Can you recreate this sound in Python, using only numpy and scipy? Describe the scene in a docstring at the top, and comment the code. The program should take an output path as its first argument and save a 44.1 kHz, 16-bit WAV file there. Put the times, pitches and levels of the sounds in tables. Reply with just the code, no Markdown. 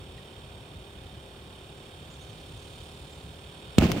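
"""A small air compressor chatters on a lawn, pumping up a ball, over a low outdoor rumble.
Early on comes one faint wooden tick; later a bird chirps faintly.
Near the end the ball bursts with one blast wave, which walls, trees and the slope throw back as a
short rolling echo. During the echo a few sharp ticks, likely flying scraps, land near the microphone."""
import sys
import numpy as np
from scipy import signal
from scipy.fft import rfft, irfft
from scipy.io import wavfile

SR = 44100
rng = np.random.default_rng(int(sys.argv[2]) if len(sys.argv) > 2 else 0)


def master(y):
    """Save y as 16-bit WAV."""
    cut = np.clip(np.atleast_2d(y).T, -1, 1)
    pcm = np.round(cut * 32767)  # scale
    wavfile.write(sys.argv[1], SR, pcm.astype(np.int16))


N = 176400
T = np.arange(N) / SR
HZ = np.fft.rfftfreq(N, 1 / SR)

# how alike left and right are for rushing air: f/Hz, likeness (1 = the same)
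AIR_LIKENESS = [(25,1),(60,1),(250,1),(600,0.96),(1200,0.25),(3000,0.46),(15000,0.23)]


def amp(db):
    """Turns decibels into a factor to multiply by."""
    return 10 ** (np.asarray(db) / 20)


def unit(x):
    """Scales a signal to an average strength (rms) of 1."""
    return x / np.sqrt(np.mean(x ** 2) + 1e-20)


def spectrum(points):
    """Reads a table at every frequency, on a logarithmic scale."""
    hz, value = np.transpose(points)
    return np.interp(np.log(HZ + 1), np.log(hz + 1), value)


def curve(points):
    """Reads a table at every moment in time."""
    return np.interp(T, *np.transpose(points))


def add(mix, start_s, sound):
    """Mixes a sound in at a given time."""
    part = mix[..., round(start_s * SR):][..., :sound.shape[-1]]
    part += sound[..., :part.shape[-1]]


def drift(rate_hz):
    """A random wobble of strength 1; a higher rate makes it quicker."""
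    return unit(irfft(rfft(rng.standard_normal(N)) * np.exp(-(HZ / rate_hz) ** 2) * (HZ > 0), N))


def noise(colour, likeness=AIR_LIKENESS):
    """Stereo noise of strength 1; its colour says how strong low and high frequencies are."""
    left, other = rfft(rng.standard_normal((2, N)))
    same = np.clip(spectrum(likeness), -1, 1)
    right = same * left + np.sqrt(1 - same ** 2) * other
    return unit(irfft(np.array([left, right]) * amp(spectrum(colour)), N))


def compressor(puff_decay_strokes=0.33, steady_flow=0.63):
    """Each piston stroke lets out puffs of rasping air; the housing hums at multiples of that rate."""
    # piston strokes per second: t/s, rate/Hz
    stroke_rate = [(0.0, 37.0), (0.46, 37.1), (1.57, 36.4), (2.2, 36.4), (2.37, 36.9), (3.7, 38.8)]
    # tones of the hum: multiple of the stroke rate, level/dB
    hum_tones = [(4,-62),(8,-70),(9,-70),(10,-62),(11,-60),(12,-68),(13,-68),(13.45,-68),(14.45,-65),(15.45,-70),(17,-71),(18,-72),(20,-68),(25,-75)]
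    # puffs within one stroke: position (0-1), strength
    puffs = [(.1,1.),(.3,0.82),(.52,1)]
    # colours of the air's rasp and the higher fizz: f/Hz, relative level/dB
    rasp_colour = [(300,-3.5),(900,-6.5),(1500,-4),(2000,-16.5),(2480,-3),(2750,-8.5),(3150,0),(3400,-2.5),(3680,2.5),(3950,-16.5),(4450,-8),(4900,-21),(5500,-9.5),(5900,-33),(7500,-15.5),(8000,-18.5),(8550,-12.5),(9300,-14),(10200,-33.5),(11400,-24),(12500,-42),(14000,-39),(14600,-19),(16000,-36)]
    fizz_colour = [(2000,-25),(4100,0),(6000,-9),(9000,-6),(12000,-19),(16000,-17)]
    # how loud each is: t/s, level/dB
    rasp_level = [(0,-53),(1,-54),(2,-53),(2.8,-52.5),(3.3,-53.5),(4,-48)]
    fizz_level = [(0,-107),(1.4,-74),(2.2,-64),(2.8,-58.5),(3.3,-63),(4,-76)]
    strokes = np.cumsum(curve(stroke_rate) * (1 + .0012 * drift(rate_hz=6.4))) / SR
    hum = np.zeros(N)
    for multiple, db in hum_tones:
        strength = amp(db + 1.2 * drift(rate_hz=3.2)) * np.sqrt(2)
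        hum += strength * np.sin(2 * np.pi * (multiple * strokes + rng.random()))
    puffing = sum(size * np.exp(-((strokes - at) % 1) / puff_decay_strokes) for at, size in puffs)
    rasp = amp(curve(rasp_level)) * noise(rasp_colour)
    fizz = amp(curve(fizz_level)) * noise(fizz_colour)
    return hum + unit(steady_flow + puffing) * (rasp + fizz)


def rumble(level_db=-47, swell_db=2):
    """Low outdoor air whose bass swells unevenly."""
    # colour of the rumble: f/Hz, relative level/dB
    colour = [(15,-50),(30,-25.5),(50,-6.5),(68,-0.5),(105,-4),(155,-6),(230,-13.5),(330,-15.5),(500,-20.5),(800,-18.5),(1200,-24.5),(2500,-30),(16000,-47)]
    air = noise(colour)
    bass = irfft(rfft(air) / (1 + (HZ / 220) ** 4), N)  # the part below 220 Hz
    swell = amp(swell_db * drift(rate_hz=5.6))
    return amp(level_db) * unit(air + bass * (swell - 1))


def wooden_tick():
    """One small dry tick, like a twig: a tone and gritty noise fade together."""
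    # the tick: t/s, f/Hz, level/dB, time to fade by 60 dB/s
    tick = (.18,1890,-49,.06)
    start, hz, db, fade = tick
    out, t = np.zeros(N), T[:SR // 8]
    band = signal.butter(2, [hz, 2.1 * hz], "band", fs=SR)
    grit = unit(signal.lfilter(*band, rng.standard_normal(len(t))))
    add(out, start, amp(db - 60 * t / fade) * (np.sin(2 * np.pi * hz * t) + .9 * grit))
    return out


def bird(arch=.22, tail_s=0.059, blur_db=-3):
    """Thin whistles that rise and fall in pitch, blurred by the trees."""
    # chirps: t/s, length/s, top f/Hz, level/dB
    chirps = [(1.765,.04,7300,-68),(2.096,.06,7250,-59),(2.2,.045,6700,-59),(2.285,.04,6500,-64),(2.39,.035,6000,-65),(2.565,.04,6500,-64),(2.62,.03,6700,-63),(2.8,.033,7000,-67),(3.105,.05,7600,-60)]
    song, warble = np.zeros(N), .035 * drift(rate_hz=260)
    for start, length, top_hz, db in chirps:
        position = np.linspace(-1, 1, int(length * SR))  # 0 is the middle of the chirp
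        hz = top_hz * (1 - arch * position ** 2 + warble[int(start * SR):][:len(position)])
        add(song, start, amp(db) * np.sqrt(1 - position ** 2) * np.sin(2 * np.pi * np.cumsum(hz) / SR))
    t = T[:SR // 4]
    trees = rng.standard_normal((2, len(t))) * np.exp(-t / tail_s)
    blur = signal.fftconvolve(song[None], trees / np.linalg.norm(trees[0]), axes=1)[:, :N]
    return song + amp(blur_db) * blur


def blast(shock_db=-3.7, shock_s=.0018, front_s=.0002, low_cut_hz=42):
    """The air pressure jumps, falls into suction and swings back a few times."""
    # swings of the released air: f/Hz, level/dB, decay/s, delay/s
    swings = [(176,-1.6,.0044,.0009),(50,-.7,.0038,.01)]
    t = T[:SR // 8]
    front = 1 - np.exp(-(t / front_s) ** 2)
    push_and_pull = (1 - (t / shock_s) ** 2) * np.exp(-.5 * (t / shock_s) ** 2)
    wave = amp(shock_db) * front * push_and_pull
    for hz, db, decay, delay in swings:
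        age = np.maximum(t - delay, 0)
        wave -= amp(db) * np.exp(-age / decay) * np.sin(2 * np.pi * hz * age)
    return signal.lfilter(*signal.butter(3, low_cut_hz, "high", fs=SR), wave)


def burst(start_s=3.7833, spray_db=-20.5, spray_hold_s=.005, spray_decay_s=.0013):
    """The ball bursts and sprays air; sharp cracks set the microphone and its housing ringing briefly."""
    # sharp cracks: t/s after the burst, level/dB
    cracks = [(.0001,-3),(.0047,-13)]
    # tones of the brief ring after each crack: f/Hz, relative level/dB, time to fade by 60 dB/s
    mic_ring_tones = [(1288,-32,.06),(2515,-23,0.053),(2950,-30,0.027),(3650,-26,0.028)]
    # colour of the escaping air: f/Hz, relative level/dB
    spray_colour = [(300,-10),(1000,-16),(1800,-16),(2500,-4),(3000,0),(3700,-1),(4300,-5),(4800,-15),(6000,-11),(7200,-8),(10500,-22),(16000,-22)]
    out, t = np.zeros((2, N)), T[:SR // 8]
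    add(out, start_s, blast())
    ring = sum(amp(db - 60 * t / fade) * np.sin(2 * np.pi * hz * t) for hz, db, fade in mic_ring_tones)
    for after, db in cracks:
        add(out, start_s + after, amp(db) * ring)
    spray_level = amp(spray_db) * np.exp(-np.maximum(t - spray_hold_s, 0) / spray_decay_s)
    add(out, start_s, spray_level * noise(spray_colour)[:, :len(t)])
    return out


def echo(hold_s=0.022, crackle_db=2.5):
    """Large surfaces throw the blast back; trees and the slope scatter it into crackling swells."""
    # separate echoes: t/s, gain/dB, thin below f/Hz, dull above f/Hz
    bounces = [(3.8212,-4,700,2200),(3.8256,-7,50,330),(3.8372,-7.5,40,330),(3.8495,-9,40,330),(3.8552,-10.5,70,400),(3.9635,-16,350,3000)]
    # swells of scattered sound: t/s, rise/s, decay/s, bass level/dB, treble level/dB
    swells = [(3.788,0.0044,.03,-29.5,-35.5),(3.808,0.0033,0.018,-25.5,-40),(3.821,0.0016,0.044,-24,-30.5),(3.874,0.021,0.099,-27.5,-40),(3.961,.003,.04,-32.5,-40)]
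    # colours of their low and high parts: f/Hz, relative level/dB
    bass_colour = [(20,-48),(45,-10),(80,-5.5),(120,-1.5),(172,1.5),(260,-4.5),(340,-5),(500,-15.5),(700,-11.5),(900,-22),(2000,-57)]
    treble_colour = [(300,5),(800,-3.5),(1100,1),(1600,-0.5),(2000,0),(2600,1.5),(3600,-6),(4800,-8.5),(7000,-12.5),(10500,-24),(16000,-18)]
    # how alike left and right are: f/Hz, likeness (0-1)
    likeness = [(100,.99),(290,0.93),(640,0.74),(1400,0.028),(15000,.05)]
    out = np.zeros((2, N))
    for start, db, thin_hz, dull_hz in bounces:
        band = signal.butter(1, [thin_hz, dull_hz], "band", fs=SR)
        add(out, start, amp(db) * signal.lfilter(*band, blast()))
    bass, treble = np.zeros(N), np.zeros(N)
    for start, rise, decay, bass_db, treble_db in swells:
        fade = np.exp(-np.maximum(T - start - rise - hold_s, 0) / decay)
        shape = np.clip((T - start) / rise, 0, 1) * fade
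        bass = np.hypot(bass, amp(bass_db) * shape)  # overlapping swells add their energy
        treble = np.hypot(treble, amp(treble_db) * shape)
    crackle = unit(amp(crackle_db * drift(rate_hz=760)))
    return out + bass * noise(bass_colour, likeness) + treble * crackle * noise(treble_colour, likeness)


def scraps(decay_s=0.00023):
    """Very short gritty ticks, likely scraps landing, each close to one side of the microphone."""
    # ticks: t/s, level/dB, f/Hz, left minus right/dB
    ticks = [(3.917,-26,10800,-7),(3.9175,-14.5,3600,21),(3.9184,-18,2320,24),(3.9177,-22,5600,12),(3.9216,-19,4800,13)]
    out, t = np.zeros((2, N)), T[:SR // 100]
    for start, db, hz, side_db in ticks:
        grit = 0.26 * rng.standard_normal(len(t))
        tick = np.exp(-t / decay_s) * (np.sin(2 * np.pi * hz * t) + grit)
        add(out, start, amp([[db + side_db / 2], [db - side_db / 2]]) * tick)
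    return out


def from_the_side(sound):
    """Sound from the side reaches the microphone's two openings out of step."""
    # how far the left wave is ahead: f/Hz, phase/radians
    left_lead = [(0, -0.5), (1030, 0.5), (1980, 5.5), (3700, 7), (8270, 7), (11700, 10), (15400, 14.5),
                 (16300, 10)]
    return irfft(rfft(sound) * np.exp(1j * np.outer([0, -1], spectrum(left_lead))), N)


def scene():
    """Everything heard across the lawn."""
    return from_the_side(compressor() + rumble()) + wooden_tick() + bird() + burst() + echo() + scraps()


def record(dry, top_hz=15850):
    """Each microphone opening colours the sound its own way; peaks clip and the highest treble is cut."""
    # which side is louder: f/Hz, left minus right/dB
    balance = [(60, 1.5), (76, -1.5), (97, -1.5), (120, 3), (160, -3), (200, -2.5), (250, -1.0), (320, -4),
               (410, -0.5), (520, 8.5), (660, -0.5), (840, 1), (1070, -1.0), (1360, -1), (1730, 2),
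               (2200, -6), (2790, -11), (3550, -7.5), (4520, -6), (5740, -0.5), (7300, -3.5), (9280, -8.5),
               (11800, -5), (15000, 5.5)]
    tilt_db = spectrum(balance) / 2
    coloured = irfft(rfft(dry) * amp([tilt_db, -tilt_db]), N)
    treble_cut = signal.firwin(511, top_hz, window=("kaiser", 9), fs=SR)
    return signal.oaconvolve(np.clip(coloured, -1, 1), treble_cut[None], "same")


dry = scene()
out = record(dry)
master(out)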